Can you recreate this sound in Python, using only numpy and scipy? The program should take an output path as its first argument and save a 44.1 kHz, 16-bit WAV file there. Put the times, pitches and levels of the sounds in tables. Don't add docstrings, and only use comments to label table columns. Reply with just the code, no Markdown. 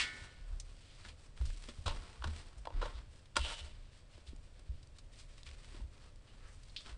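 import sys
import numpy as np
from scipy import signal
from scipy.fft import rfft, irfft
from scipy.io import wavfile

SR = 44100
rng = np.random.default_rng(int(sys.argv[2]) if len(sys.argv) > 2 else 0)


def wav_record(signal):
    frames = np.transpose(np.atleast_2d(signal))
    bounded = np.clip(frames, -1, 1)
    quanta = np.round(bounded * 32767).astype(np.int16)
    wavfile.write(sys.argv[1], SR, quanta)


N = 307377
T = np.arange(N) / SR

# (time [s], relative level [dB], rise [s], fade [s], pitch [Hz], focus [dB/octave])
CLUMP_BURSTS = [ (1.3754, -50.5, 0.00047, 0.002, 1280, 7.5), (1.412, -50, 0.0011, 0.0033, 420, 4),
                (1.498, -54.5, .002, 0.0023, 900, 7), (1.682, -49, 0.0014, 0.0036, 240, 12.5),
                (1.8595, -38.5, 0.0016, 0.012, 990, 3.5), (1.866, -41, 0.00091, 0.014, 3270, 11),
                (1.877, -35.5, 0.0029, 0.0081, 1090, 3), (1.892, -44.5, .001, 0.013, 2800, 11),
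                (1.907, -47.5, 0.00091, 0.016, 950, 3.5), (2.223, -36, 0.000079, 0.00077, 1250, 13),
                (2.2388, -36.5, 0.0036, 0.0053, 1010, 6), (2.273, -44.5, 0.00086, .0035, 1300, 2.5),
                (2.653, -44, 0.00094, 0.0033, 1090, 5.5), (2.6714, -34, 0.0011, 0.0018, 676, 9),
                (2.7042, -48.5, 0.00035, 0.0045, 700, 7.5), (2.814, -42, 0.0034, 0.029, 1080, 7),
                (2.826, -34.5, 0.00026, 0.0023, 490, 10), (2.849, -45, 0.01, 0.0064, 510, 5),
                (3.356, -39.5, 0.0021, 0.0066, 2600, 6.5), (3.3647, -32.5, 0.00061, 0.0023, 920, 14),
                (3.3665, -23, 0.00029, 0.0057, 1400, 2.5), (3.371, -47, 0.0037, .005, 524, 21),
                (3.377, -46, 0.0018, 0.0091, 1200, -1), (4.178, -53, 0.00091, 0.0012, 380, 12.5),
                (5.744, -58, 0.0014, 0.005, 330, 2), (5.803, -61.5, 0.0034, 0.003, 700, 9),
                (6.855, -61.5, 0.0089, 0.055, 1420, 13)]
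# (pitch [Hz], width [Hz], relative level [dB])
BOTTOM_NOTES = [(357, 50, 4), (565, 45, 11), (912, 32, 7), (1020, 60, 0), (1415, 120, 1), (2900, 250, 0),
                (3350, 250, -2), (3848, 110, 2)]
def crunches(gain_db=-2.0, bottom_db=1.0):
    rush = undb(gain_db) * sum(burst(*row, spread_db=0.5, first_crack=3.5) for row in CLUMP_BURSTS)
    return rush + undb(bottom_db) * ringing(rush, BOTTOM_NOTES)


# (time [s], level [dB], fade [s], pitch [Hz], focus [dB/octave])
CRUMB_SNAPS = [(0.5991, -43, 0.0067, 6000, 7.5), (1.05, -49, 0.0061, 1700, 10.5),
               (1.086, -52, 0.01, 2970, 7.5), (1.454, -51, 0.018, 4800, 2), (1.502, -51, 0.0041, 2300, 8),
               (1.542, -61, .002, 4000, 6), (1.573, -55.5, .005, 3550, 1), (1.687, -48, 0.013, 2600, 7),
               (3.257, -58, .003, 2960, 7), (4.268, -59.5, 0.029, 3380, 14), (4.362, -58, 0.0022, 8000, 1),
               (4.594, -57, 0.0043, 4000, -2), (4.829, -59, 0.006, 3940, 6), (4.872, -57, .0015, 5500, 5),
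               (4.985, -53, 0.0081, 4230, 3.5), (5.189, -58.5, 0.037, 4000, 2),
               (5.38, -54, 0.0037, 2700, 6.5), (5.4318, -48.5, 0.0019, 3730, 9),
               (5.465, -52.5, 0.018, 2490, 11), (5.49, -51, 0.0037, 2700, 7),
               (5.513, -51.5, 0.0026, 2570, 9), (5.688, -60, .002, 3500, 4),
               (6.159, -58.5, 0.0014, 8700, 4), (6.633, -58.5, 0.0059, 5000, 3),
               (6.695, -57.5, 0.0063, 3900, 25), (6.763, -35, 0.0009, 2930, 16),
               (6.7646, -41.5, 0.019, 3490, 22.5), (6.805, -57, 0.031, 3600, 6.5)]
def snaps(rise=0.0005):
    return sum(burst(start, db, rise, fade, hz, focus, spread_db=3.0, first_crack=4)
               for start, db, fade, hz, focus in CRUMB_SNAPS)


def burst(start, db, rise, fade, pitch_hz, focus, spread_db, first_crack):
    age = T[:SR // 3]
    shape = np.minimum(age / rise, 1) * np.exp(-np.maximum(age - rise, 0) / fade)
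    force = shape * unit(grains(12000, spread_db, size=len(age)))
    force[0] += first_crack * min(fade / rise / 10, 1)
    sound = signal.fftconvolve(force, grain_click(pitch_hz, focus))
    sound *= undb(db) * np.sqrt(np.sum(shape ** 2) / np.sum(sound ** 2))
    return np.pad(sound, (max(int(start * SR), 0), N))[:N]


# (frequency [Hz], relative level [dB])
BREAKING_TONE = [(100, -19), (250, -1), (500, -0.5), (740, -2), (1100, 3), (2000, -4.5), (3300, -3),
                 (4800, 0.5), (6200, -5.5), (8300, -3), (10000, -12)]
def grain_click(pitch_hz, focus, bass_steepness=1.14, size=512):
    hz = np.maximum(np.arange(size // 2 + 1) * SR / size, 1)
    octaves = np.log2(hz / pitch_hz)
    loss_db = focus * np.abs(octaves) * np.where(octaves < 0, bass_steepness, 1)
    db = levels_at(BREAKING_TONE, hz) - loss_db
    cepstrum = irfft(np.log(undb(db)))
    return irfft(np.exp(rfft(2 * cepstrum[:size // 2], size)))


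# (time [s], length [s], relative level [dB], body [dB], hiss [dB])
FINGER_RUBS = [(0.12, .15, -64.5, 1, -3), (0.45, 0.14, -79.5, 9.5, 0), (0.645, .09, -72, -0.5, -3),
               (0.733, 0.35, -70, -9, -5.5), (1.033, 0.094, -63.5, -1, -5.5), (1.175, 0.1, -72.5, -2, -1.5),
               (1.355, 0.091, -66, -4, -4.5), (1.44, 0.16, -66, -14, -2.5), (1.592, 0.14, -61.5, -4, -3.5),
               (1.734, 0.18, -70, -2.5, -2), (2.287, 0.14, -61.5, -5, -4.5), (2.457, 0.029, -63.5, -9, -7),
               (2.57, 0.015, -79, 7, 10.5), (2.713, 0.2, -65.5, 7.5, -16), (2.942, 0.068, -67, 1, -15),
               (3.095, 0.12, -76, -2, -0.5), (3.915, 0.085, -70.5, -8, -5), (4.097, 0.12, -69.5, -9, -8.5),
               (4.252, 0.054, -67.5, -8, -1.5), (4.427, 0.028, -69.5, -17, -5),
               (4.537, 0.081, -73, -3, -14), (4.637, 0.19, -77, -15, -13), (4.947, 0.018, -70, -17, -6),
               (5.109, .115, -67, -24, -3.5), (5.273, 0.15, -70.5, -9, -4), (5.446, 0.058, -61, -6, -3.5),
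               (5.504, 0.25, -69, -3.5, -5), (5.714, .1, -66.5, 1, -6.5), (5.914, 0.18, -71.5, 2, -5.5),
               (6.23, 0.24, -74.5, 3, -9), (6.454, 0.12, -74.5, 0, 3), (6.575, 0.26, -72.5, -7, -2.5),
               (6.838, 0.088, -59.5, -2, -9)]
def rubbing(coarse_db=-5, holding_db=-81.5):
    fine = grit(per_s=14000, spread_db=0.0)
    pressed = fine + undb(coarse_db) * grit(per_s=260, spread_db=1.6)
    strokes = sum(stroke(start, length) * blend(pressed, db, body_db, hiss_db)
                  for start, length, db, body_db, hiss_db in FINGER_RUBS)
    holding = blend(fine, holding_db, body_db=-1.5, hiss_db=-2)
    return (strokes + holding) * flutter(rate_hz=37, depth_db=1.62)


def stroke(start, length, fade=0.018, squeeze_db=3.5):
    progress = np.clip((T - start) / length, 0, 1)
    rise = 0.012 + 0.074 * length
    grip = undb(squeeze_db * (progress - 1.5))
    return swell(start, rise, fade, hold=max(length - rise - fade, 0)) * grip


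# (frequency [Hz], relative level [dB])
GRIT_TONE = [(120, 6), (300, 5.5), (570, 1), (740, 1), (1100, 2.5), (1900, 1), (3200, 3.5), (4700, 1),
             (6400, -13), (8300, -7.5), (10000, -17)]
def grit(per_s, spread_db):
    stream = colour(grains(per_s, spread_db), GRIT_TONE)
    bands_hz = [(1700, 5500), (180, 1500), (5700, 10500)]
    return np.array([unit(filtered(stream, 4, edges, "band")) for edges in bands_hz])


# (time [s], relative level [dB], fade [s], body [dB], hiss [dB])
SAND_FALLS = [(0.0, -54.5, 0.19, -4, -9.5), (1.9, -61.5, 0.28, 2.5, -5.5), (2.24, -68, .16, 4.5, -6.5),
              (2.83, -65, 0.11, 4.5, -6), (3.62, -68, 0.24, -3, -11)]
def trickles(rise=0.02, coarse_db=-7):
    bands = grit(per_s=11000, spread_db=1.3) + undb(coarse_db) * grit(per_s=310, spread_db=0.5)
    flow = sum(swell(start, rise, fade) * blend(bands, db, body_db, hiss_db)
               for start, db, fade, body_db, hiss_db in SAND_FALLS)
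    return flow * flutter(rate_hz=25, depth_db=1.0)


# (time [s], level [dB], rise [s], fade [s], pitch [Hz], focus [dB/octave])
FINGER_SCOOPS = [(0.70, -67, 0.23, 0.053, 2880, 11), (0.95, -63.5, 0.051, .05, 2180, 6.5),
                 (2.921, -62, .04, 0.029, 3540, 19), (6.251, -69, 0.045, 0.037, 2950, 23),
                 (6.37, -65.5, 0.1, 0.05, 1820, 15)]
def scoops():
    return sum(burst(*row, spread_db=2.5, first_crack=0) for row in FINGER_SCOOPS)


# (time [s], relative level [dB], body [dB], singing of the steel [dB])
HAND_SWEEP = [(3.39, -48, 5, -1), (3.4, -55.5, -12, 6), (3.422, -54, -21, 9), (3.448, -52.5, 6, 9.5),
              (3.53, -51, 3, -4), (3.558, -57.5, -4, 2), (3.602, -55.5, -2, 0), (3.628, -67, 0, 2),
              (3.65, -59.5, -1, -11), (3.72, -74, 2, 4)]
# (pitch [Hz], width [Hz], relative level [dB])
WALL_NOTES = [(603, 35, 10), (912, 25, 9), (1418, 30, 3), (2715, 30, 3), (2847, 30, 7), (3018, 60, 11),
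              (3295, 40, 6), (3444, 30, 2), (3565, 38, 5), (3856, 25, 2)]
def sweep(gain_db=-1.0, coarse_db=-7, body_gain_db=-4, singing_gain_db=-1, hollow_db=-3):
    db, body_db, singing_db = curves(HAND_SWEEP)
    start, end = HAND_SWEEP[0][0], HAND_SWEEP[-1][0]
    touching = swell(start, rise=0.0029, fade=0.022, hold=end - start)
    bands = grit(per_s=12000, spread_db=-1.5) + undb(coarse_db) * grit(per_s=420, spread_db=3.5)
    drag = touching * blend(bands, db + gain_db, body_db + body_gain_db, hiss_db=-4.5)
    drag = filtered(drag, 3, 420, "high")
    bite = undb(singing_db + singing_gain_db) * flutter(rate_hz=41, depth_db=4.0)
    hollow = undb(hollow_db) * ringing(drag, WALL_NOTES[:3])
    singing = ringing(drag * bite, WALL_NOTES[3:])
    return drag + hollow + singing


# (pitch [Hz], level [dB], time to fade by 60 dB [s])
RIM_NOTES = [(1280, -57, .7), (1469, -51, 1), (1557, -51, .76), (1642, -57, 1), (1775, -41, .82),
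             (1857, -53, .8), (1925, -44, .57), (2005, -52, .55), (2123, -51, .7), (2157, -43, .67),
             (2217, -47, .5), (2251, -44, .61), (2462, -40, .13), (2552, -36, .11), (2728, -38, .13),
             (2825, -38, .12), (3008, -46, .3), (3106, -48, .3), (3348, -48, .25), (3436, -45, .32)]
def rim_strike():
    strike = burst(0, db=-33, rise=0.0016, fade=0.029, pitch_hz=2900, focus=7,
                   spread_db=1.5, first_crack=3.4)
    phases = rng.uniform(0, 2 * np.pi, len(RIM_NOTES))
    ring = sum(undb(db) * np.exp(-np.log(1000) * T / ring_s) * np.sin(2 * np.pi * hz * T + phase)
               for (hz, db, ring_s), phase in zip(RIM_NOTES, phases))
    return strike + ring


# (time [s], level [dB], pitch [Hz], rise and fade [s])
SOFT_KNOCKS = [(0.005, -49, 67, 0.026), (0.216, -45.5, 88, 0.0081), (0.379, -42.5, 36.2, 0.077),
               (0.484, -42.5, 34.6, 0.043), (0.51, -41.5, 66.3, 0.019), (1.08, -55.5, 74, 0.047),
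               (1.402, -28, 59.5, 0.018), (1.448, -35, 33.9, 0.05), (1.681, -52.5, 234, 0.01),
               (1.785, -39, 79.5, 0.0055), (1.86, -28, 78.7, 0.0092), (2.191, -39, 56, 0.021),
               (2.247, -34, 77.2, 0.03), (2.254, -44, 130, 0.0088), (2.272, -48.5, 220.6, 0.01),
               (2.57, -43, 49.3, 0.023), (2.735, -31, 33.9, 0.039), (2.941, -42.5, 55, .03),
               (3.378, -33.5, 64.7, 0.024), (3.406, -37.5, 35.5, 0.015), (3.609, -41.5, 70.5, 0.02),
               (4.279, -43, 63, 0.014), (4.332, -44.5, 256, 0.0014), (4.692, -32.5, 62.5, 0.01),
               (5.462, -47, 68.4, 0.033), (5.659, -50, 33, 0.025), (5.747, -47, 292, 0.0015),
               (5.798, -48, 240, 0.0014), (5.813, -37.5, 55.7, 0.017), (6.898, -44, 50.2, 0.035)]
# (frequency [Hz], relative level [dB])
RUMBLE_TONE = [(15, -3.5), (33, 5.5), (48, -9), (72, -4.5), (100, -11.5), (125, -15.5), (180, -31),
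               (300, -29), (800, -77.5)]
def rocking(resting_db=-57, effort_db=9, shudder_db=-8.5):
    effort_power = sum((undb(db + effort_db) * stroke(start, length)) ** 2
                       for start, length, db, *_ in FINGER_RUBS)
    rumble_power = undb(resting_db) ** 2 + effort_power
    swings = np.zeros(N)
    for start, db, hz, fade in SOFT_KNOCKS:
        age = np.maximum(T - start, 0)
        shape = age / fade * np.exp(1 - age / fade)
        swings += undb(db) * shape * np.sin(2 * np.pi * hz * age)
        shudder = undb(db + shudder_db) * swell(start, rise=0.015, fade=0.084)
        rumble_power += shudder ** 2
    return swings + np.sqrt(rumble_power) * colour(rng.standard_normal(N), RUMBLE_TONE)


def room_echo(sound, echo_s=0.17, echo_db=-17):
    age = T[:SR // 2]
    tail = rng.standard_normal(len(age)) * np.exp(-np.log(1000) * age / echo_s) * (age > 0.004)
    tail = filtered(tail, 1, 5000, "low")
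    tail /= np.sqrt(np.sum(tail ** 2))
    return undb(echo_db) * signal.fftconvolve(sound, tail)[:N]


# (frequency [Hz], relative level [dB])
AIR_TONE = [(15, -20.5), (25, 1), (56, -6.5), (124, -6.5), (181, -18.5), (414, -23.5), (560, -19.5),
            (756, -28.5), (4710, -36), (6530, -42.5), (8180, -38.5), (10000, -47.5), (13000, -90),
            (22000, -120)]
def room_air(level_db=-61.5):
    return undb(level_db) * colour(rng.standard_normal(N), AIR_TONE)


def grains(per_s, spread_db, size=N):
    present = rng.random(size) < per_s / SR
    strength = undb(spread_db * np.minimum(rng.exponential(size=size), 5))
    return present * strength * rng.standard_normal(size)


def blend(bands, db, body_db, hiss_db):
    rasp, body, hiss = bands
    return undb(db) * (rasp + undb(body_db) * body + undb(hiss_db) * hiss)


def ringing(force, notes):
    return sum(undb(db) * signal.lfilter(*signal.iirpeak(hz, hz / width, fs=SR), force)
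               for hz, width, db in notes)


def swell(start, rise, fade, hold=0):
    age = T - start
    return np.clip(age / rise, 0, 1) * np.exp(-np.maximum(age - rise - hold, 0) / fade)


def flutter(rate_hz, depth_db):
    wobble = unit(filtered(rng.standard_normal(N), 2, rate_hz, "low"))
    return undb(depth_db * wobble)


def filtered(sound, steepness, hz, keep):
    return signal.sosfilt(signal.butter(steepness, hz, keep, fs=SR, output="sos"), sound)


def colour(sound, tone):
    hz = np.maximum(np.arange(N // 2 + 1) * SR / N, 1)
    return unit(irfft(rfft(sound) * undb(levels_at(tone, hz)), N))


def levels_at(tone, hz):
    known_hz, db = np.transpose(tone)
    return np.interp(np.log(hz), np.log(known_hz), db)


def curves(rows):
    times, *columns = np.transpose(rows)
    return [np.interp(T, times, column) for column in columns]


def undb(db):
    return 10 ** (np.asarray(db) / 20)


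def unit(sound):
    return sound / np.sqrt(np.mean(sound ** 2))


def scene():
    sand = rubbing() + trickles() + sweep() + crunches() + snaps() + scoops() + rim_strike()
    air = room_air()
    return (sand + room_echo(sand) + rocking() + air)[None]


def record(dry, top_hz=10200):
    return signal.sosfilt(signal.ellip(10, 0.2, 70, top_hz, fs=SR, output="sos"), dry)


dry = scene()
out = record(dry)
wav_record(out)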